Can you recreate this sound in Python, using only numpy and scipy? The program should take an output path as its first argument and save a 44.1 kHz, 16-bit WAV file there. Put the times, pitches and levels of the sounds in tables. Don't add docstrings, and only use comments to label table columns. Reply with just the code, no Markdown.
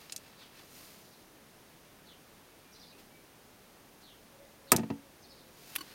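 import sys
import numpy as np
from scipy import signal
from scipy.fft import rfft, irfft
from scipy.io import wavfile
from scipy.ndimage import uniform_filter1d

SR = 44100
rng = np.random.default_rng(int(sys.argv[2]) if len(sys.argv) > 2 else 0)


def persist_wave(psi):
    counts = np.round(np.clip(psi, -1, 1) * 32767).astype(np.int16)
    wavfile.write(sys.argv[1], SR, np.atleast_2d(counts).T)


N = 261954
TREBLE_LIMIT_HZ = 16080


def amp(db):
    return 10 ** (np.asarray(db) / 20)


def unit_rms(x):
    return x / np.sqrt(np.mean(x ** 2) + 1e-20)


def unit_energy(x):
    return x / (np.linalg.norm(x) + 1e-12)


def seconds(length):
    return np.arange(int(length * SR)) / SR


def fade(t, ring_s):
    return np.exp(-np.log(1000) * t / ring_s)


def add(mix, start, sound):
    part = mix[max(round(start * SR), 0):][:len(sound)]
    part += sound[:len(part)]


def coloured(x, points):
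    hz, db = np.transpose(points)
    bins_hz = np.fft.rfftfreq(len(x), 1 / SR)
    curve_db = np.interp(np.log(bins_hz + 1), np.log(hz + 1), db)
    return unit_rms(irfft(rfft(x) * amp(curve_db), len(x)))


def filtered(x, hz, kind, order=2):
    return signal.sosfilt(signal.butter(order, hz, kind, fs=SR, output="sos"), x)


def ring(tones, t):
    return sum((-1) ** k * amp(db) * fade(t, ring_s) * np.sin(2 * np.pi * hz * t)
               for k, (hz, db, ring_s) in enumerate(tones))


def surroundings(x):
    # pitch of a resonance in Hz, its width in Hz, its level in dB.
    resonances = [(2670, 33, 2.5), (4060, 110, -5.5), (4670, 140, -3.5), (5150, 150, -4), (6170, 480, -6),
                  (6990, 150, 2.5), (8290, 200, 1), (9360, 160, -1), (10370, 170, -14), (11900, 250, -5),
                  (13180, 240, 0.5), (13800, 250, 6)]
    return x + sum(amp(db) * signal.lfilter(*signal.iirpeak(hz, hz / width, fs=SR), x)
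                   for hz, width, db in resonances)


def room_hiss():
    # frequency in Hz, relative level in dB.
    hiss_colour = [(15, -27), (28, -1), (53, -6.5), (144, -1), (250, 0), (450, -3), (1400, -10),
                   (2330, -12.5), (4700, -16), (6600, -17), (7500, -21.5), (8700, -18), (15800, -20)]
    hiss_db, whine_db, whine_hz = -58, -81, 14508
    hiss = coloured(rng.standard_normal(N), hiss_colour)
    whine = np.sqrt(2) * np.sin(2 * np.pi * whine_hz * np.arange(N) / SR)
    return amp(hiss_db) * hiss + amp(whine_db) * whine


def bird_note(length, db, start_hz, end_hz):
    t, tail = seconds(length), seconds(0.3)
    warble_hz, glide_share = 75, 0.18
    warble_depth = glide_share * np.log(start_hz / end_hz)
    warble = warble_depth * np.sin(2 * np.pi * (warble_hz * t + rng.random()))
    hz = np.geomspace(start_hz, end_hz, len(t)) * (1 + warble)
    note = np.sin(2 * np.pi * np.cumsum(hz) / SR) * signal.windows.tukey(len(t), 0.2)
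    echoes = rng.standard_normal(len(tail)) * fade(tail, ring_s=0.28)
    return amp(db) * np.sqrt(len(t)) * unit_energy(signal.fftconvolve(note, echoes))


def birds():
    # start in seconds, length in seconds, level in dB.
    chirps = [(0.368, .085, -61), (2.053, 0.084, -60.5), (4.01, .115, -61), (4.666, 0.073, -58.5)]
    # start in seconds, level in dB.
    twitters = [(1.031, -66.5), (2.72, -57.5), (5.215, -59.5)]
    accents_db = [-1, 1, -3.5]
    # start in seconds, length in seconds, level in dB, first and last pitch in Hz.
    whistles = [(2.621, 0.11, -72, 2400, 2390), (2.91, 0.025, -63, 2790, 2390),
                (3.091, 0.1, -68, 2307, 2284)]
    # start in seconds, length in seconds, level in dB, pitch in Hz.
    coos = [(4.309, 0.05, -65, 550), (4.374, 0.073, -59, 563), (4.58, 0.19, -61.5, 549),
            (5.003, 0.072, -66, 553), (5.299, 0.048, -63, 537.5), (5.43, 0.08, -66, 517)]
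    note_s, step_s, step_down_hz = 0.043, 0.072, 402
    out = np.zeros(N)
    for start, length, db in chirps:
        add(out, start, bird_note(length, db, start_hz=4550, end_hz=2858))
    for start, db in twitters:
        for k, accent_db in enumerate(accents_db):
            note = bird_note(note_s, db + accent_db, start_hz=6050 - k * step_down_hz, end_hz=3650)
            add(out, start + k * step_s, note)
    for start, length, db, start_hz, end_hz in whistles:
        add(out, start, bird_note(length, db, start_hz, end_hz))
    for start, length, db, hz in coos:
        add(out, start, bird_note(length, db, hz, hz))
    return out


def rubbing():
    # moment of firmest pressure, swell time and fade time (all in seconds),
    # level in dB, share of cloth hiss from 0 to 1.
    strokes = [(0.01, 0.025, 0.1, -57, 0.35), (0.27, 0.21, 0.094, -60.5, .2),
               (0.42, 0.05, 0.069, -56.5, .03), (0.6, 0.079, 0.04, -55.5, 0.2),
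               (0.8, 0.15, 0.26, -53.5, 0.88), (2.997, 0.017, 0.026, -56, .4), (4.02, .012, .015, -60, .7),
               (5.735, 0.19, 0.14, -53, 0.78), (5.92, 0.17, 0.089, -55.5, 0.18)]
    # frequency in Hz, relative level in dB.
    skin_colour = [(120, -12), (260, 3.5), (500, 0), (1200, -1), (2000, 1), (2600, -0.5), (4500, -2),
                   (6500, -14), (8000, -16), (16000, -24)]
    cloth_colour = [(200, -6), (1500, -6.5), (4500, -3), (6500, -5), (7700, -9), (10000, -6), (16000, -8.5)]
    drop_db, roundness = 10.5, 1.33
    t = np.arange(N) / SR
    turning = uniform_filter1d(1.0 * ((t > 1.3) & (t < 3)), size=8000)
    stone_power, cloth_power = (amp(-73) * turning) ** 2, np.zeros(N)
    for peak_s, swell_s, fade_s, db, cloth_share in strokes:
        from_peak = np.maximum((peak_s - t) / swell_s, (t - peak_s) / fade_s)
        power = amp(db - np.minimum(drop_db * from_peak ** roundness, 100)) ** 2
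        stone_power += power * (1 - cloth_share)
        cloth_power += power * cloth_share
    flicker = amp(1.2 * unit_rms(uniform_filter1d(rng.standard_normal(N), size=260)))
    skin = coloured(surroundings(flicker * rng.standard_normal(N)), skin_colour)
    cloth = coloured(surroundings(flicker * rng.standard_normal(N)), cloth_colour)
    return np.sqrt(stone_power) * skin + np.sqrt(cloth_power) * cloth


def scrapes():
    # start in seconds, length in seconds, level in dB, slips a second, roughness from 0 to 1.
    grips = [(5.7536, 0.0022, -34.5, 1700, 0.88), (5.7606, 0.0016, -24.5, 1900, 0.99),
             (5.784, 0.0066, -45.5, 1510, 0.22), (5.808, 0.0083, -42.5, 1480, 0.18)]
    # frequency in Hz, relative level in dB.
    grit_colour = [(200, -13), (900, -9.5), (1550, 3.5), (2200, 7.5), (2700, 3), (3100, 1), (4600, 0),
                   (6000, -7), (8000, -8), (10500, 7), (16000, -0.5)]
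    slip_colour = [(1500, -1.5), (3000, 2), (4500, 5.5), (6000, -5), (16000, -14)]
    # pitch in Hz, level in dB, ring time in seconds.
    hand_tones = [(309, 2.5, 0.072), (1100, 8, 0.041)]
    out, t = np.zeros(N), seconds(0.08)
    for start, length, db, slip_hz, rough in grips:
        jitter = 0.025 * unit_rms(uniform_filter1d(rng.standard_normal(len(t)), size=40))
        cycles = np.cumsum(slip_hz * (1 + jitter)) / SR
        slips = sum(np.cos(2 * np.pi * k * cycles) for k in range(1, int(TREBLE_LIMIT_HZ / slip_hz)))
        grit = coloured(rng.choice([-1.0, 1.0], len(t)), grit_colour)
        contact = fade(np.maximum(t - length, 0), 0.023)
        buzz = contact * (np.sqrt(rough) * grit + np.sqrt(1 - rough) * coloured(slips, slip_colour))
        hollow = ring(hand_tones, t) * (1 - fade(t, 0.011)) * (1 - rough)
        add(out, start, amp(db) * (buzz + hollow))
    return out


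def table_booms():
    # start in seconds, force in dB, treble cutoff in Hz (low when the cloth cushions
    # the blow), pitch in Hz that the landing spot brings out.
    blows = [(4.7187, 0.5, 2700, 1240), (4.7339, 5, 105, 350), (4.737, -8, 148, 660),
             (4.7458, 8.5, 68, 135), (4.78, 4.5, 68, 333), (4.7937, 2.5, 69, 223), (4.8327, 2, 51, 227),
             (4.9016, 8, 48, 283), (4.912, -8, 45, 276)]
    # pitch in Hz, level in dB, ring time in seconds.
    table_tones = [(87, -44.5, 0.15), (129.6, -32.5, 0.13), (171.7, -37, 0.22), (221.1, -26, 0.18),
                   (279.6, -31, 0.24), (325.3, -39, 0.24), (376, -25, 0.073), (459.7, -31.5, 0.17),
                   (497.5, -35, 0.17), (592, -40, .07), (636, -19, 0.035), (719, -29, .106),
                   (768, -30.5, .076), (875, -31, 0.17), (965, -26.5, 0.081), (1268, -20.5, 0.041),
                   (1298, -27.5, 0.047), (1425, -42, .09), (1690, -28, 0.042), (1876, -20.5, 0.033),
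                   (2330, -20, 0.024), (2650, -21, 0.026)]
    out, t = np.zeros(N), seconds(0.6)
    haze_level = amp(-26) * fade(t, 0.068) + amp(-40.5) * fade(t, 0.32)
    for start, db, cutoff_hz, spot_hz in blows:
        tones = [(hz, tone_db + 6 * np.exp(-(np.log(hz / spot_hz) / 0.18) ** 2), ring_s)
                 for hz, tone_db, ring_s in table_tones]
        haze = filtered(rng.standard_normal(len(t)), 3000, "low", order=4)
        haze = unit_rms(filtered(haze, 400, "high"))
        blow = ring(tones, t) + haze * haze_level
        add(out, start, amp(db) * filtered(blow, cutoff_hz, "low", order=1))
    return filtered(out, 70, "high", order=3)


def stone_clicks():
    # start in seconds, level in dB, centre pitch in Hz, ring time of the echoes in seconds.
    hits = [(0.0968, -22.5, 3380, 0.03), (0.1224, -12, 5750, 0.049), (0.1625, -12.5, 6400, 0.034),
            (0.1778, -26, 5400, .035), (4.719, 11.5, 9700, 0.039), (4.7638, -1.5, 7750, .033),
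            (4.7844, -25, 6000, .04), (4.793, -27, 4000, .046), (4.8343, -33, 2700, .07),
            (4.9023, -24, 2350, 0.041)]
    out, t = np.zeros(N), seconds(0.25)
    for start, db, centre_hz, ring_s in hits:
        chatter, near, far = rng.choice([-1.0, 1.0], (3, len(t)))
        pulse = amp(-2.5) * unit_energy(chatter * fade(t, 0.0075) * (t > 0))
        pulse[0] = 1
        echoes = filtered(near, 11600, "low", order=1) * fade(t, ring_s) * (1 - fade(t, 0.0023))
        room_tail = filtered(far, 7000, "low", order=1) * fade(t, 0.25)
        echo_db = 3 - 6 * np.log2(centre_hz / 6000)
        click = pulse + amp(echo_db) * unit_energy(echoes) + amp(-24.5) * unit_energy(room_tail)
        click = filtered(surroundings(click), centre_hz / 1.78, "high")
        click = filtered(click, centre_hz * 1.73, "low", order=3)
        add(out, start, amp(db) * unit_energy(click))
    return out


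def scene():
    return (stone_clicks() + table_booms() + scrapes() + rubbing() + birds() + room_hiss())[None]


def record(dry):
    treble_cut = signal.firwin(511, TREBLE_LIMIT_HZ, window=("kaiser", 9), fs=SR)
    return signal.oaconvolve(np.clip(dry, -1, 1), treble_cut[None], "same")


dry = scene()
out = record(dry)
persist_wave(out)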